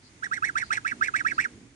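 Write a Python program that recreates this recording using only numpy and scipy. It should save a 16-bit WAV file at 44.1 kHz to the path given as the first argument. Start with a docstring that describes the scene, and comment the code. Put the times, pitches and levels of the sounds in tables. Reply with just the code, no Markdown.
"""A paved patio: a goose close by gives a quick run of ten short, high calls.
Each is a whistled arch that starts clean, turns raspy and hissy as it climbs, and clears as it falls.
A second, slower oscillator in the throat shakes the tone and chops the hiss.
Paving and a chair reflect the calls; behind them are a low rumble, soft air and a faint far bird."""
import sys
import numpy as np
from scipy import signal
from scipy.fft import rfft, irfft
from scipy.io import wavfile

SR = 44100
rng = np.random.default_rng(int(sys.argv[2]) if len(sys.argv) > 2 else 0)


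def wrap_up_sound(samples):
    """Save the sound to the file named by the first command line argument, as 16-bit audio."""
    columns = np.atleast_2d(samples).T
    # keep every value between -1 and 1, then stretch to whole-number steps
    tamed = np.clip(columns, -1, 1)
    steps = np.round(tamed * 32767).astype(np.int16)
    wavfile.write(sys.argv[1], SR, steps)


N = 77175
T, HZ = np.arange(N) / SR, np.fft.rfftfreq(N, 1 / SR)


def amp(db):
    """Decibels to gain."""
    return 10 ** (np.asarray(db) / 20)


def unit(x):
    """Scale to rms 1."""
    return x / np.sqrt(np.mean(x ** 2) + 1e-20)


def add(mix, start_s, sound):
    """Mix a sound in at start_s."""
    part = mix[max(round(start_s * SR), 0):][:len(sound)]
    part += sound[:len(part)]


def colour(x, table):
    """Filter by rows of freq_hz, then gain_db per channel."""
    freq_hz, *channels_db = np.transpose(table)
    gain_db = [np.interp(np.log(HZ + 1), np.log(freq_hz), db) for db in channels_db]
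    return irfft(rfft(x) * amp(gain_db), N)


def envelope(table):
    """Gain curve from rows of time_s, gain_db."""
    return amp(np.interp(T, *np.transpose(table)))


def wander(cutoff_hz):
    """Low-passed random drift, rms 1."""
    return unit(irfft(rfft(rng.standard_normal(N)) / np.sqrt(1 + (HZ / cutoff_hz) ** 6), N))


def stereo_noise(correlation=0):
    """White noise, left and right."""
    a, b = rng.standard_normal((2, N))
    return np.array([a, correlation * a + np.sqrt(1 - correlation ** 2) * b])


def delay(x, delay_s):
    """Circular fractional delay."""
    return irfft(rfft(x) * np.exp(-2j * np.pi * HZ * delay_s), N)


def outdoor_rumble(split_hz=181, bass_db=0.5, right_db=3.5):
    """Low noise; bass and low mids swell separately."""
    spectrum = [(20, -18), (45, -10), (68, -0.5), (95, -2), (118, 5), (155, -4.5), (200, -2), (270, 0.5),
                (380, -5.5), (520, -16), (900, -30), (2000, -47)]  # freq_hz, gain_db
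    bass_swell = [(0.0, -61), (0.296, -59), (0.306, -55.5), (1.36, -56.5), (1.402, -48.5), (1.49, -68),
                  (1.544, -55.5), (1.75, -63.5)]  # time_s, gain_db
    low_mid_swell = [(0.0, -64), (0.384, -54.5), (0.696, -58), (0.716, -54), (0.9, -58.5), (0.934, -48.5),
                     (1.134, -55.5), (1.184, -50.5), (1.652, -53.5), (1.706, -63.5), (1.75, -57.5)]  # time_s, gain_db
    rumble = colour(stereo_noise(correlation=0.93), spectrum) * amp([[0], [right_db]])
    bass = irfft(rfft(rumble) / (1 + (HZ / split_hz) ** 10), N)
    low_mid = rumble - bass
    return amp(bass_db) * envelope(bass_swell) * unit(bass) + envelope(low_mid_swell) * unit(low_mid)


def outdoor_air(base_db=-56.5):
    """Soft broadband noise with one slow swell."""
    spectrum = [(293, -5.5, -3), (815, 0.5, 6), (1200, 0, 3.5), (1700, -2.5, 6), (2140, 1, 8.5),
                (2780, 0.5, 1), (3600, 1, -4), (4500, -1, -2), (5800, 0.5, -3.5), (6730, 4.5, -7),
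                (7800, -4.5, -5), (8870, -5, -0.5), (10300, -10.5, -9)]  # freq_hz, left_db, right_db
    swell = [(0, -3), (.3, 0.5), (.65, 2.5), (1.0, 2.5), (1.35, 4.5), (1.55, -0.5), (1.75, -4.5)]  # time_s, gain_db
    return amp(base_db) * envelope(swell) * unit(colour(stereo_noise(), spectrum))


def far_bird(centre_hz=4550, half_width_hz=610):
    """Faint high chirps, blurred by distance to a band of noise."""
    chirps = [(0.016, 0.091, -58.5), (0.614, .1, -54.5), (1.319, 0.083, -52)]  # start_s, length_s, level_db
    level = np.zeros(N)
    for start_s, length_s, level_db in chirps:
        t = np.arange(0, length_s, 1 / SR)
        add(level, start_s, amp(level_db) * np.sin(np.pi * t / length_s))
    band = irfft(rfft(stereo_noise()) / (1 + ((HZ - centre_hz) / half_width_hz) ** 4), N)
    return level * unit(band)


def patio(x, tail_db=-24, t60_s=0.17, build_s=0.0071):
    """Direct sound, near reflections off paving and chair, and the yard's diffuse tail."""
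    echoes = [(.0031, -22.5, -21), (.0058, -17.5, -19.5), (0.0119, -14, -19.5)]  # delay_s, left_db, right_db
    near = sum(amp([[left_db], [right_db]]) * delay(x, delay_s) for delay_s, left_db, right_db in echoes)
    tail = rng.standard_normal((2, N)) * amp(-60 * T / t60_s) * np.minimum(T / build_s, 1)
    tail /= np.linalg.norm(tail[0])
    return x + near + amp(tail_db) * signal.fftconvolve(x, tail, axes=1)[:, :N]


def goose_gestures(base_hz=1265, release_s=0.0048, hiss_range_db=21, rasp_hold=0.913):
    """Control curves of the calls; strain drives rasp and hiss."""
    # start_s, length_s, level_db, top_hz, roughness, hiss_db, fall_db, attack_s, squeak_db, pace
    calls = [ (0.22, 0.055, -3.5, 1950, .4, -0.5, -2, 0.02, -28, 0.99),
             (.310, 0.078, -4, 2178, 0.38, 0.5, 1, 0.0055, -20.5, 0.99),
             (0.421, 0.084, -1.5, 2245, .42, 0.5, 1.5, .005, -14.5, 0.97),
             (0.552, .088, -2, 2211, 0.7, .5, 3, .004, -16, 0.94),
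             (0.702, 0.086, -0.86, 2335, .95, 3, 0, 0.0055, -10.5, 0.99),
             (.845, 0.087, -3.5, 2291, 0.77, -2, 3.5, 0.0048, -12, 0.96),
             (1.007, .089, 1.5, 2377, .75, -3.5, -1.5, 0.0072, -21, 1.0),
             (1.136, .084, -2, 2333, 0.89, -0.5, 3, 0.0031, -13, 0.95),
             (1.246, 0.085, 0.1, 2418, 0.64, -7, 1, 0.0032, -16.5, 1),
             (1.378, 0.088, 0.13, 2430, 0.74, -3.5, 0.5, 0.0045, -15.5, 0.9)]
    # arch of every call: length_fraction, lift_fraction, level_db, strain_fraction
    arch = [(0, 0, -8.5, 0.17), (.08, 0.01, 1.5, 0.12), (.15, 0.15, 1.5, 0.42), (.22, .35, 0.4, 0.25),
            (.31, .55, -1, 0.81), (0.411, .86, -2.5, 0.91), (.55, 1, -10, 0.65), (0.688, .95, -8.5, 0.13),
            (.8, .72, -8.5, 0.61), (.88, .33, -3.5, 0.32), (1, 0, -6.5, 0.1)]
    catch_s, catch_width_s, catch_db = 0.009, 0.0012, -4  # voice catches just after the onset
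    squeak_s, squeak_width_s = 0.0061, 0.003  # opening flash of the octave
    knots, *curves = np.transpose(arch)
    rise_hz, loudness, rasp, hiss, squeak = np.zeros((5, N))
    for start_s, length_s, level_db, top_hz, roughness, hiss_db, fall_db, attack_s, squeak_db, pace in calls:
        t = np.arange(0, length_s, 1 / SR)
        progress = (t / length_s) ** pace  # pace < 1 rises early
        lift, arch_db, strain = (np.interp(progress, knots, curve) for curve in curves)
        gate = np.sin(np.pi / 2 * np.minimum(t / attack_s, 1)) ** 2
        gate *= np.minimum((length_s - t) / release_s, 1)
        dip_db = catch_db * np.exp(-((t - catch_s) / catch_width_s) ** 2)
        tilt_db = fall_db * np.sin(np.pi * progress / 2) ** 2  # weights the falling half
        add(rise_hz, start_s, (top_hz - base_hz) * lift)
        add(loudness, start_s, gate * amp(level_db + arch_db + dip_db + tilt_db))
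        add(rasp, start_s, roughness * np.maximum(strain, rasp_hold * lift))  # stays rough while high
        add(hiss, start_s, gate * amp(level_db + hiss_db + hiss_range_db * (strain - 1)))
        add(squeak, start_s, amp(squeak_db) * np.exp(-((t - squeak_s) / squeak_width_s) ** 2))
    return base_hz + rise_hz, loudness, rasp, hiss, squeak


def goose(voice_db=-20, hiss_db=-38, buzz_db=-6.5, right_lag_s=0.0003733):
    """Whistled tone, shaken by a slower throat oscillator that also chops the hiss."""
    overtones = [(2, -23.5), (3, -28)]  # harmonic, gain_db
    voice_response = [(900, -33, -19), (1092, -10.5, -9), (1210, -6.5, -0.5), (1513, -9, -0.5),
                      (1630, -8.5, 3.5), (1900, -8.5, 1), (2270, -13.5, -1.5), (2620, -7, -6.5),
                      (3040, -10.5, -14.5), (3630, -2.5, -4), (4660, -8, -11), (5730, 9.5, 2),
                      (6400, -0.5, -16), (7850, -7, 4)]  # freq_hz, left_db, right_db
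    hiss_spectrum = [(200, -11, -7), (555, -4.5, -4.5), (830, 6.5, 4), (1080, 0, -3.5), (1400, 0, -1),
                     (2090, 8.5, -9), (3070, 0, -4.5), (3560, 3, -1), (4300, 1, -2), (5160, -10.5, -10.5),
                     (5300, -0.5, -0.5), (5680, 8, 2), (6000, 0.5, -3.5), (6680, 1, -12), (7060, -4.5, -9),
                     (7820, -4, 7), (8500, -12.5, -2), (9340, -15.5, 3), (10500, -28, -17)]  # freq_hz, left_db, right_db
    flutter_hz, flutter_drift, flutter_depth = 359.5, 0.24, 0.61
    bend_rad, lead_rad = 0.7, 0.22  # bend leads the tremor: favours the lower sideband
    jitter_depth, jitter_hz, shimmer_depth, shimmer_hz = 0.0793, 380, 0.47, 170
    crackle_db, crackle_hz = 2.5, 218
    pitch_hz, loudness, rasp, hiss, squeak = goose_gestures()

    flutter = 2 * np.pi * np.cumsum(flutter_hz * (1 + flutter_drift * wander(jitter_hz))) / SR
    phase = 2 * np.pi * np.cumsum(pitch_hz * (1 + jitter_depth * rasp * wander(jitter_hz))) / SR
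    phase += bend_rad * rasp * np.sin(flutter + lead_rad)
    tremor = 1 + flutter_depth * rasp * np.sin(flutter)
    shimmer = 1 + shimmer_depth * np.sqrt(rasp) * wander(shimmer_hz)
    shake_rms = np.sqrt((1 + (flutter_depth * rasp) ** 2 / 2) * (1 + shimmer_depth ** 2 * rasp))
    shake = tremor * shimmer / shake_rms
    harmonics = sum(amp(db) * np.sin(round(k) * phase) for k, db in overtones)
    tone = np.sin(phase) + squeak * np.sin(2 * phase) + np.sqrt(rasp) * harmonics
    voice = amp(voice_db) * colour(loudness * shake * tone * np.sqrt(2), voice_response)

    breath = (1 + np.sin(phase)) * stereo_noise(correlation=0.16)
    reedy_buzz = amp(buzz_db) * sum(np.sin(k * phase) for k in range(2, 6))
    crackle = amp(crackle_db * wander(crackle_hz))
    puffs = hiss * tremor * crackle * (breath + reedy_buzz)
    left, right = voice + amp(hiss_db) * colour(puffs, hiss_spectrum)
    return np.array([left, delay(right, right_lag_s)])


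def scene():
    """Goose on the patio, outdoors behind."""
    return patio(goose()) + outdoor_rumble() + outdoor_air() + far_bird()


def record(dry):
    """Low-pass band limit."""
    cutoff_hz = 10450
    lowpass = signal.firwin(401, cutoff_hz, window=("kaiser", 8), fs=SR)
    return signal.oaconvolve(dry, lowpass[None], "same")


dry = scene()
out = record(dry)
wrap_up_sound(out)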